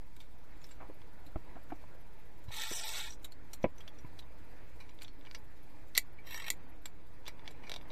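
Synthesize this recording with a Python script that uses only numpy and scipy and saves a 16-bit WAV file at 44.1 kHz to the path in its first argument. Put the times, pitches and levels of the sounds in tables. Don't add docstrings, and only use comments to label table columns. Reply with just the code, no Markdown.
import sys
import numpy as np
from scipy import signal
from scipy.fft import rfft, irfft
from scipy.io import wavfile
from scipy.ndimage import uniform_filter1d

SR = 44100
rng = np.random.default_rng(int(sys.argv[2]) if len(sys.argv) > 2 else 0)


def to_wav(s):
    ch = np.atleast_2d(s).T
    pcm = np.round(np.clip(ch, -1, 1) * 32767)
    wavfile.write(sys.argv[1], SR, pcm.astype(np.int16))


def boost_factor(decibels):
    exponent = np.asarray(decibels, float) / 20
    return 10 ** exponent


N = 349122

# (time [s], peak [dB], strongest ring [Hz], high modes [dB], rattle [ms])
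SNAPS = [
    (5.951, -28, 4240, -12.5, 2.2),
    (5.956, -29.5, 2130, -15.5, 4.4),
    (5.9669, -28.5, 2000, -13, 4),
    (5.9752, -19.5, 12060, 2, 6.5),
    (5.9778, -6, 4400, -5.5, 0.58),
    (5.983, -19.5, 9900, -0.5, 1.1),
    (5.995, -37, 12000, -1.5, 3.7),
    (6.5029, -15, 7200, -5.5, 1.7),
    (6.5095, -35, 13000, -19, 0.94),
]
# (time [s], peak [dB], high modes [dB], swell of the scrape [ratio])
TICKS = [(6.269, -52, -28, 2.8), (6.3073, -49, -24, 3.6), (6.322, -46, -14, 2.9), (6.33, -56, -4, 2),
         (6.3438, -32, -17, 4.7), (6.36, -49, 7, 3.5), (6.376, -30, 0, 4), (6.398, -57, -3, 7.2),
         (6.4202, -38, -14, 6.4), (6.443, -35.5, -17, 6), (6.4636, -49, -11, 9.8), (6.4805, -33, -6, 10)]
# (time [s], peak [dB])
CHATTER = [
    (7.696, -27),
    (7.7175, -24),
    (7.7405, -26),
    (7.762, -28),
]


def rms_one(x):
    return x / np.sqrt(np.mean(x ** 2) + 1e-20)


def in_time(rows):
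    s, *columns = np.transpose(rows)
    return [np.interp(np.arange(N) / SR, s, c) for c in columns]


def at_hz(points, hz):
    points = np.array(points)
    return np.interp(np.log(hz), np.log(points[:, 0]), points[:, 1])


def drift(rate, count=N):
    r = np.exp(-80 * np.pi * rate / SR)
    noise = rng.standard_normal(N // 40 + 2002)
    slow = signal.lfilter([1], [1, -2 * r, r * r], noise)[2000:]
    return np.interp(np.arange(count) / 40, np.arange(len(slow)), rms_one(slow))


def ring(clicks, hz, t60):
    r = boost_factor(-60 / (max(t60, .003) * SR))
    w = 2 * np.pi * hz / SR
    return signal.lfilter([0, np.sin(w)], [1, -2 * r * np.cos(w), r * r], clicks + 1e-18)


def banded_noise(spectrum, patchy_db, flicker):
    out, together = 0, drift(2.5)
    edges = 10 * 2 ** np.arange(0, 10.9, 1 / 3)
    white = rng.standard_normal((2, N + 8000))
    for k, (low, high) in enumerate(zip(edges, edges[1:])):
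        if spectrum[0][0] < low < spectrum[-1][0]:
            sos = signal.butter(2, [low, high], "band", fs=SR, output="sos")
            band = signal.sosfilt(sos, white[k % 2])[8000:]
            level_db = at_hz(spectrum, np.sqrt(low * high))
            out = out + boost_factor(level_db + patchy_db * (0.39 * together + drift(flicker))) * band
    return rms_one(out)


def rattle(chance, rattle_ms):
    ms = np.arange(len(chance)) / SR * 1000
    fast = np.exp(-ms / max(rattle_ms, .2))
    contacts = 0.098 * np.clip(chance, -2.6, 2.6) ** 3 * fast
    contacts += 0.089 * chance * np.exp(-ms / 11)
    contacts[0] = 2.84 / max(rattle_ms, .2)
    return contacts


def add(out, s, sound, peak_db):
    i = round(s * SR)
    out[i:i + len(sound)] += (boost_factor(peak_db) * sound / np.abs(sound).max())[:N - i]


def colour_db(hz, low_db, high_db):
    low_share = np.clip((3200 - hz) / 500, 0, 1)
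    high_share = np.clip((hz - 6000) / 1200, 0, 1)
    return low_db * low_share + high_db * high_share


def camera():
    # (frequency [Hz], level [dB per Hz])
    hiss_spectrum = [(2060, -52.5), (3500, -1), (10900, -6), (11800, -7), (12800, -29.5), (15100, 2.5),
                     (16000, 8)]
    hiss_db, whine_db, whine_hz = -73, -84.5, 11640
    pulses_per_s, first_pulse_s = 16, .012
    cycle = (np.arange(N) / SR - first_pulse_s) * pulses_per_s
    pulse = np.exp(2.5 * (np.cos(2 * np.pi * cycle) - 1)) * boost_factor(2.5 * drift(8))
    whine = rms_one(ring(rng.standard_normal(N), whine_hz, 0.055) * pulse)
    hiss = banded_noise(hiss_spectrum, patchy_db=1.2, flicker=20) * (1 + 0.3 * pulse)
    return boost_factor(hiss_db) * hiss + boost_factor(whine_db) * whine


def wind():
    # (time [s], gust [dB])
    gusts = [(0.0, -67), (1.45, -64), (2.53, -66.5), (2.8, -82), (3.11, -65), (4.52, -64.5), (5.9, -66.5),
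             (6.55, -63.5), (7.1, -67.5), (7.43, -62.5), (7.92, -61)]
    # (frequency [Hz], level [dB per Hz])
    buffet_spectrum = [(4.7, -30), (8.0, -8.5), (16, -13), (19, -15), (32, -14), (101, -23), (220, -43.5),
                       (290, -48.5), (480, -120)]
    # (frequency [Hz], level [dB per Hz])
    rush_spectrum = [(88, -56), (150, 4.5), (215, -6), (300, 3.5), (344, -5.5), (400, -1.5), (775, -8.5),
                     (943, -4.5), (1180, -14), (1480, -11), (1890, -12), (2190, -11), (2920, -24),
                     (5500, -29), (7150, -62), (12100, -120)]
    rush_db, = in_time(gusts)
    buffet_db = -55.5 + 0.13 * (rush_db - rush_db.mean())
    buffet = boost_factor(buffet_db) * banded_noise(buffet_spectrum, patchy_db=0.0, flicker=46)
    return buffet + boost_factor(rush_db + 4.0) * banded_noise(rush_spectrum, patchy_db=1.8, flicker=10)


def helmet_knocks():
    # (time [s], peak [dB], body [Hz], thump [dB], bright edge [dB])
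    knock_rows = [(0.889, -44, 700, 8, -4), (0.898, -37.5, 455, -35, -36), (1.3583, -24.5, 590, 6, -43),
                  (1.364, -34, 130, 9, -43), (1.838, -45, 875, -16, -18), (1.909, -50, 393, -20, -25),
                  (1.949, -51.5, 476, -28, -34), (2.482, -35, 103, -27, -35), (2.506, -42, 920, -20, -10),
                  (2.712, -33.5, 456, -44, -16), (3.6417, -15.5, 520, -8, -10), (3.645, -35, 89, -30, -40),
                  (3.654, -28.5, 200, -2, -26), (4.046, -38.5, 110, -12.5, -16.5),
                  (7.907, -39.5, 456, -48, -8), (3.6435, -35.5, 1500, -40, -35)]
    # (time [s], peak [dB], body [Hz], thump [dB], rattle [ms])
    scuff_rows = [
        (0.802, -40.5, 950, -42, 50),
        (0.827, -44.5, 700, 2, 23),
        (1.554, -42, 1360, -4, 21),
        (1.564, -41.5, 636, -13, 14),
        (1.702, -43.5, 1540, -11, 18),
        (1.7203, -30.5, 714, -1.5, 6.6),
    ]
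    blows = [(*row, 2.4 * boost_factor(0.25 * (row[1] + 51.0))) for row in knock_rows]
    blows += [(s, db, hz, thump_db, -18, ms) for s, db, hz, thump_db, ms in scuff_rows]
    blows += [(s, db - 18.5, 606, -30.0, -30.0, 3.0) for s, db in CHATTER]
    out, chance = np.zeros(N), rng.standard_normal((len(blows), 3000))
    soft = signal.butter(3, 2800, fs=SR, output="sos")
    for (s, peak_db, hz, thump_db, edge_db, ms), noise in zip(blows, chance):
        contacts = signal.sosfilt(soft, rattle(noise, ms))
        sound = ring(contacts, hz, min(6.2 / hz, .03)) + boost_factor(-27.0) * ring(contacts, 987, 0.072)
        sound += boost_factor(thump_db) * (ring(contacts, 315, 0.025) + boost_factor(-1.0) * ring(contacts, 94, 0.016))
        sound += boost_factor(edge_db + 2.0) * ring(contacts, 2220, 0.0072)
        add(out, s, sound, peak_db)
    return out


def slide(rows, peaks, swells, swell_s, wavering):
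    # (frequency [Hz], level [dB per Hz])
    grit_spectrum = [(240, -45), (400, -6), (839, 5), (2840, -27), (3750, 5.5), (4900, -7), (6500, -11),
                     (7870, -3), (10500, -11.5), (13300, 3), (16000, -42)]
    strands_per_s, grains_per_s, squeal_hz, swell_rise_s = 160, 12000, 5700, 0.00043
    first, last = round(rows[0][0] * SR), round(rows[-1][0] * SR)
    count = last - first
    level_db, speed_db, pressure_db = (c[first:last] for c in in_time(rows))
    low_db = -3.5 + pressure_db
    high_db = -4.5 + 0.41 * speed_db
    squeal_db = -5.5 + 0.54 * speed_db

    strands = np.cumsum(strands_per_s * boost_factor(1.3 * drift(11, count))) / SR % 1
    bumps = 1 + 0.44 * np.exp(-strands / 0.44) * boost_factor(2.1 * drift(23, count))
    for s, swell in swells:
        since = np.maximum(np.arange(first, last) / SR - s, 0)
        bumps = bumps + swell * (1 - np.exp(-since / swell_rise_s)) * np.exp(-since / swell_s)
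    grains = (rng.random(count) < grains_per_s / SR) * rng.standard_normal(count) * bumps

    sound, steps = np.zeros(count), np.arange(count)
    for k, (hz, width, db) in enumerate(peaks):
        squeal = (squeal_db + 18.5) * (abs(hz - squeal_hz) < 350)
        gain = boost_factor(db + colour_db(hz, low_db, high_db + 6.0) + squeal + 1.2 * drift(14.0, count))
        waver = np.cumsum(wavering * drift(7.4, count))
        tone = np.interp(steps + waver - waver.mean(), steps, ring(grains, hz, 1.61 / width))
        sound += (-1) ** k * gain * width / SR * tone
    hz = np.fft.rfftfreq(count, 1 / SR) + 1
    grit = irfft(rfft(grains) * boost_factor(at_hz(grit_spectrum, hz)), count)
    sound += boost_factor(-22 + 0.71 * high_db) * grit
    fade = signal.windows.tukey(count, .08)
    return np.pad(boost_factor(level_db + 26.5) * sound * fade, (first, N - last))


def slow_nudge():
    # (time [s], scrape [dB], speed [dB], pressure [dB])
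    course = [
        (6.23, -76, -8.5, 0),
        (6.28, -57, -11, -1),
        (6.32, -55.5, -9, 0.77),
        (6.36, -55.5, 5, -1.7),
        (6.41, -57, -13, 0.22),
        (6.455, -58, -11, 0.46),
        (6.488, -54, -13, 0.29),
        (6.5, -61, 12, 0),
    ]
    # (frequency [Hz], width [Hz], level [dB])
    peaks = [(1876, 44, 21), (2220, 96, 13.5), (2707, 22, 15), (920, 150, 4.5), (1250, 340, 0),
             (12800, 630, 1), (3190, 83, 7.5), (3980, 200, 4.5), (5680, 27, 3.5), (7100, 49, -14),
             (7900, 260, -0.5), (9900, 120, -33), (10600, 35, -13), (11700, 35, 3), (13600, 100, -6),
             (14100, 47, -18), (15200, 52, -19.5)]
    swells = [(row[0], row[-1]) for row in TICKS]
    return slide(course, peaks, swells, swell_s=0.0054, wavering=.002)


def long_slide():
    # (time [s], scrape [dB], speed [dB], pressure [dB])
    course = [(2.5, -55, -20, 12), (2.545, -44, -14, -2.5), (2.62, -38, -16, 1), (2.68, -42.5, -15, 3),
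              (2.74, -44, 11.5, -3), (2.84, -44, -2.5, 5.5), (2.9, -42.5, -3, -1), (2.98, -40, -9.5, 1),
              (3.075, -45.5, -18, 6), (3.095, -57.5, 9, 10), (3.17, -75, 30, -2)]
    # (frequency [Hz], width [Hz], level [dB])
    peaks = [(887, 66, 2), (1398, 21, 4.5), (1897, 120, 4), (2244, 17, 9.5), (2535, 58, 4),
             (3670, 370, 5.5), (5750, 440, -10), (5980, 6.7, -5), (6240, 28, -15), (7140, 30, -15),
             (7750, 740, -1.5), (8720, 260, -3), (10300, 77, -8), (11000, 72, -4), (13000, 1300, -10),
             (15100, 50, -26)]
    # (time [s], peak [dB])
    catches = [(2.5202, -47), (2.541, -29), (2.565, -26), (2.5814, -27), (2.5984, -39), (2.6174, -26),
               (2.6354, -26), (2.6524, -31), (2.668, -35), (2.697, -28), (2.7045, -25), (2.7232, -28),
               (2.73, -30), (2.7474, -34), (2.7564, -41), (2.7754, -34), (2.7856, -33), (2.7934, -25),
               (2.8094, -27), (2.8344, -29), (2.87, -32), (2.8788, -27), (2.89, -21), (2.902, -30),
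               (2.953, -34), (2.966, -29), (2.983, -27), (2.9934, -32), (3.01, -29), (3.0435, -38),
               (3.0744, -32)]
    swells = [(s, boost_factor(db + 29)) for s, db in catches]
    return slide(course, peaks, swells, swell_s=0.0034, wavering=.005)


def all_touches():
    # (time [s], peak [dB], strongest ring [Hz], high modes [dB])
    swings = [(.6164, -50.5, 6900, -9), (.6415, -42.5, 5420, -9.5), (.6654, -52, 3820, 1),
              (.6904, -51, 3670, -4), (1.264, -50.5, 4100, -5), (2.4399, -50.5, 3750, 0.5),
              (2.5194, -55, 3850, -17), (3.105, -37, 5800, -26), (3.123, -42, 5800, -22),
              (3.134, -41, 5800, -24), (3.228, -54, 2995, 9), (3.244, -35, 3880, -3.5),
              (3.3208, -43.5, 4400, -6.5), (3.5324, -37, 4340, 0), (3.5345, -39, 5700, -26),
              (3.629, -47.5, 5850, -15), (3.7817, -47.5, 6100, -9.5), (3.8057, -42.5, 3260, -11),
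              (3.8776, -39.5, 3360, -18), (3.9868, -45.5, 5800, -10.5), (4.19, -41, 3900, -11),
              (4.2236, -53, 3720, -19), (4.856, -65, 13400, 0), (4.9896, -42.5, 3730, -40),
              (5.019, -38, 4460, -6), (5.028, -43, 7560, -1), (5.0457, -40.5, 3570, -15),
              (5.0814, -38.5, 4330, -40)]
    # (time [s], peak [dB], strongest ring [Hz], high modes [dB])
    taps = [(.165, -46, 3800, -6.5), (1.0176, -44.5, 3420, -28), (4.893, -42.5, 7070, -21),
            (4.9094, -51, 3300, -29), (5.0125, -46, 2300, -20), (5.2116, -44, 3650, -37),
            (5.252, -41, 3270, -41), (5.2622, -42, 3570, -37), (5.3127, -33.5, 4650, -47),
            (5.3482, -30, 4900, -14), (6.8568, -29, 7540, -10), (7.2565, -40.5, 3660, -25),
            (7.2795, -26.5, 2300, -11.5), (7.3947, -41, 3580, -38.5), (7.4772, -30, 3460, -15),
            (7.5085, -45, 3830, -6), (7.8126, -42.5, 3650, -14), (7.9035, -39.5, 3830, -21)]
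    # (time [s], peak [dB], strongest ring [Hz], high modes [dB], low modes [dB])
    grazes = [(.2023, -43, 3670, -11.5, 3), (.215, -56, 4430, -5, 1), (.7098, -45.5, 7480, -10.5, 4),
              (2.4843, -48, 4000, -11, 2), (4.8025, -42.5, 3940, -12, 14), (7.27, -42.5, 3850, -19, -13.5),
              (5.016, -43.5, 2295, -14, 15), (5.268, -43.5, 2310, -34, 17), (6.185, -48.5, 2220, -20, 20),
              (7.2645, -39, 3540, -32, 2), (7.457, -46.5, 3480, -31, 1), (7.634, -43, 2300, -12, 17),
              (7.668, -40.5, 2310, -18, 9)]
    duller_db = 0.53
    rows = []
    for table, low_db, ms in [(swings, -14, 2.66), (taps, 0.5, 1.11)]:
        for s, db, hz, high_db in table:
            rows.append((s, db, hz, low_db, high_db, ms * boost_factor(duller_db * (high_db + 22.5))))
    for s, db, hz, high_db, low_db in grazes:
        rows.append((s, db, hz, low_db, high_db, 11.8 * boost_factor(duller_db * (high_db + 18))))
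    rows += [(s, db, hz, -0.5, high_db, ms) for s, db, hz, high_db, ms in SNAPS]
    rows += [(s, db, 1860, 7, high_db, 1.7) for s, db, high_db, swell in TICKS]
    rows += [(s, db, 3760, 0, -12.5, 1.04) for s, db in CHATTER]
    return rows


def clinks():
    # (frequency [Hz], level [dB], t60 [s])
    hook_modes = [(520, -27.5, 0.025), (850, -17, 0.022), (1080, -13, 0.052), (1900, -34, 0.036),
                  (2390, -6.5, 0.085), (2860, -5.5, 0.058), (3540, 1, 0.018), (4030, -16, 0.013),
                  (4000, -2.5, 0.048), (4400, 2.5, 0.021), (4750, -1.5, 0.039), (5310, -1.5, 0.029),
                  (5800, -5.5, 0.075), (6150, -2.5, 0.0097), (7230, -14.5, 0.015), (7140, -7.5, 0.0083),
                  (7400, 3, 0.025), (8260, 5.5, 0.01), (8640, 1.5, 0.0077), (9680, 0, 0.038),
                  (10640, -7, 0.032), (11590, -7.5, 0.02), (12160, 12.5, 0.0057), (13400, -12.5, 0.012),
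                  (13900, -2.5, 0.018)]
    crack_db, ping_db, ping_t60_s = 18.5, 9.5, 0.012
    cable_hz, cable_db, cable_t60_s = 2295, -7, 0.094
    spring_hz, spring_db, spring_t60_s = 2012, -14.5, 0.014
    touches = all_touches()
    out, chance = np.zeros(N), rng.standard_normal((len(touches), 3000))
    luck = rng.standard_normal((len(touches), len(hook_modes)))
    contacts, sounds = np.zeros_like(chance), np.zeros_like(chance)
    for k, (s, peak_db, hz, low_db, high_db, ms) in enumerate(touches):
        top_hz = np.clip(24000 * boost_factor(0.53 * high_db), max(4800, hz), 14500)
        contacts[k] = signal.lfilter(*signal.butter(2, top_hz, fs=SR), rattle(chance[k], ms))
        crack = boost_factor(crack_db) * np.diff(contacts[k], prepend=0)
        ping = boost_factor(ping_db - 0.7 * min(low_db, 0)) * ring(contacts[k], hz, ping_t60_s)
        sounds[k] = crack + ping

    low_db, high_db = np.array(touches)[:, 3:5].T
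    for (hz, db, t60), strengths in zip(hook_modes, luck.T):
        colour = colour_db(hz, low_db + 0.5, 1.71 * high_db + 13.5)
        gain = boost_factor(db + colour + 0.51 * strengths)[:, None]
        sounds += gain * (ring(contacts, hz, 0.24 * t60) + boost_factor(-1.5) * ring(contacts, hz, 0.22 * t60))
    sounds += boost_factor(cable_db + low_db)[:, None] * ring(contacts, cable_hz, cable_t60_s)

    thin = signal.butter(4, 1560, "high", fs=SR, output="sos")
    snap_times = [row[0] for row in SNAPS]
    for touch, sound, contact in zip(touches, sounds, contacts):
        if touch[0] in snap_times:
            sound = signal.sosfilt(thin, sound / np.abs(sound).max())
            spring = ring(contact, spring_hz, spring_t60_s)
            sound = sound + boost_factor(spring_db) * spring / np.abs(spring).max()
        add(out, touch[0], sound, touch[1])
    return signal.sosfilt(signal.butter(3, 450, "high", fs=SR, output="sos"), out)


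def scene():
    background = camera() + wind()
    metal = slow_nudge() + long_slide() + clinks()
    delayed = np.pad(metal, (round(.0045 * SR), 0))[:N]
    echo = signal.lfilter([.5], [1, -.5], delayed)
    return (background + helmet_knocks() + metal + boost_factor(-13.5) * echo)[None]


def thin_treble(x):
    frames = dict(window="cosine", nperseg=2048, noverlap=1024, fs=SR)
    hz, s, lines = signal.stft(x, **frames)
    size, hz = np.abs(lines), hz[:, None]
    level_db = 20 * np.log10(size[hz[:, 0] > 3000].mean(axis=0) + 1e-12)
    refill_db = 45 * s
    hunger_db = np.maximum.accumulate(level_db + refill_db) - refill_db - level_db
    loud = np.clip((level_db - np.median(level_db) - 4) / 8, 0, 1)
    steady = level_db - np.minimum(np.roll(level_db, 1), np.roll(level_db, 2)) < 5
    quiet = 1.35 * np.clip((hz - 1500) / 4000, 0, 1)
    busy = (0.75 + 0.75 * np.clip((hz - 8500) / 1500, 0, 1)) * (hz > 650)
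    after = 0.024 * np.clip(hunger_db, 0, 15) * np.clip((hz - 650) / 1500, 0, 1)
    bar = steady * ((1 - loud) * quiet + loud * busy + after)
    kept = size > bar * uniform_filter1d(size, size=40, axis=0)
    return signal.istft(lines * kept, **frames)[1][:N]


def band_limit(x):
    return signal.sosfilt(signal.butter(12, 16510, fs=SR, output="sos"), x)


def record(dry):
    top_cut = signal.cheby2(10, 40, 16200, fs=SR, output="sos")
    cut = signal.sosfilt(top_cut, dry[0])
    mix = thin_treble(cut)[None] + .0149
    return band_limit(mix)


dry = scene()
out = record(dry)
to_wav(out)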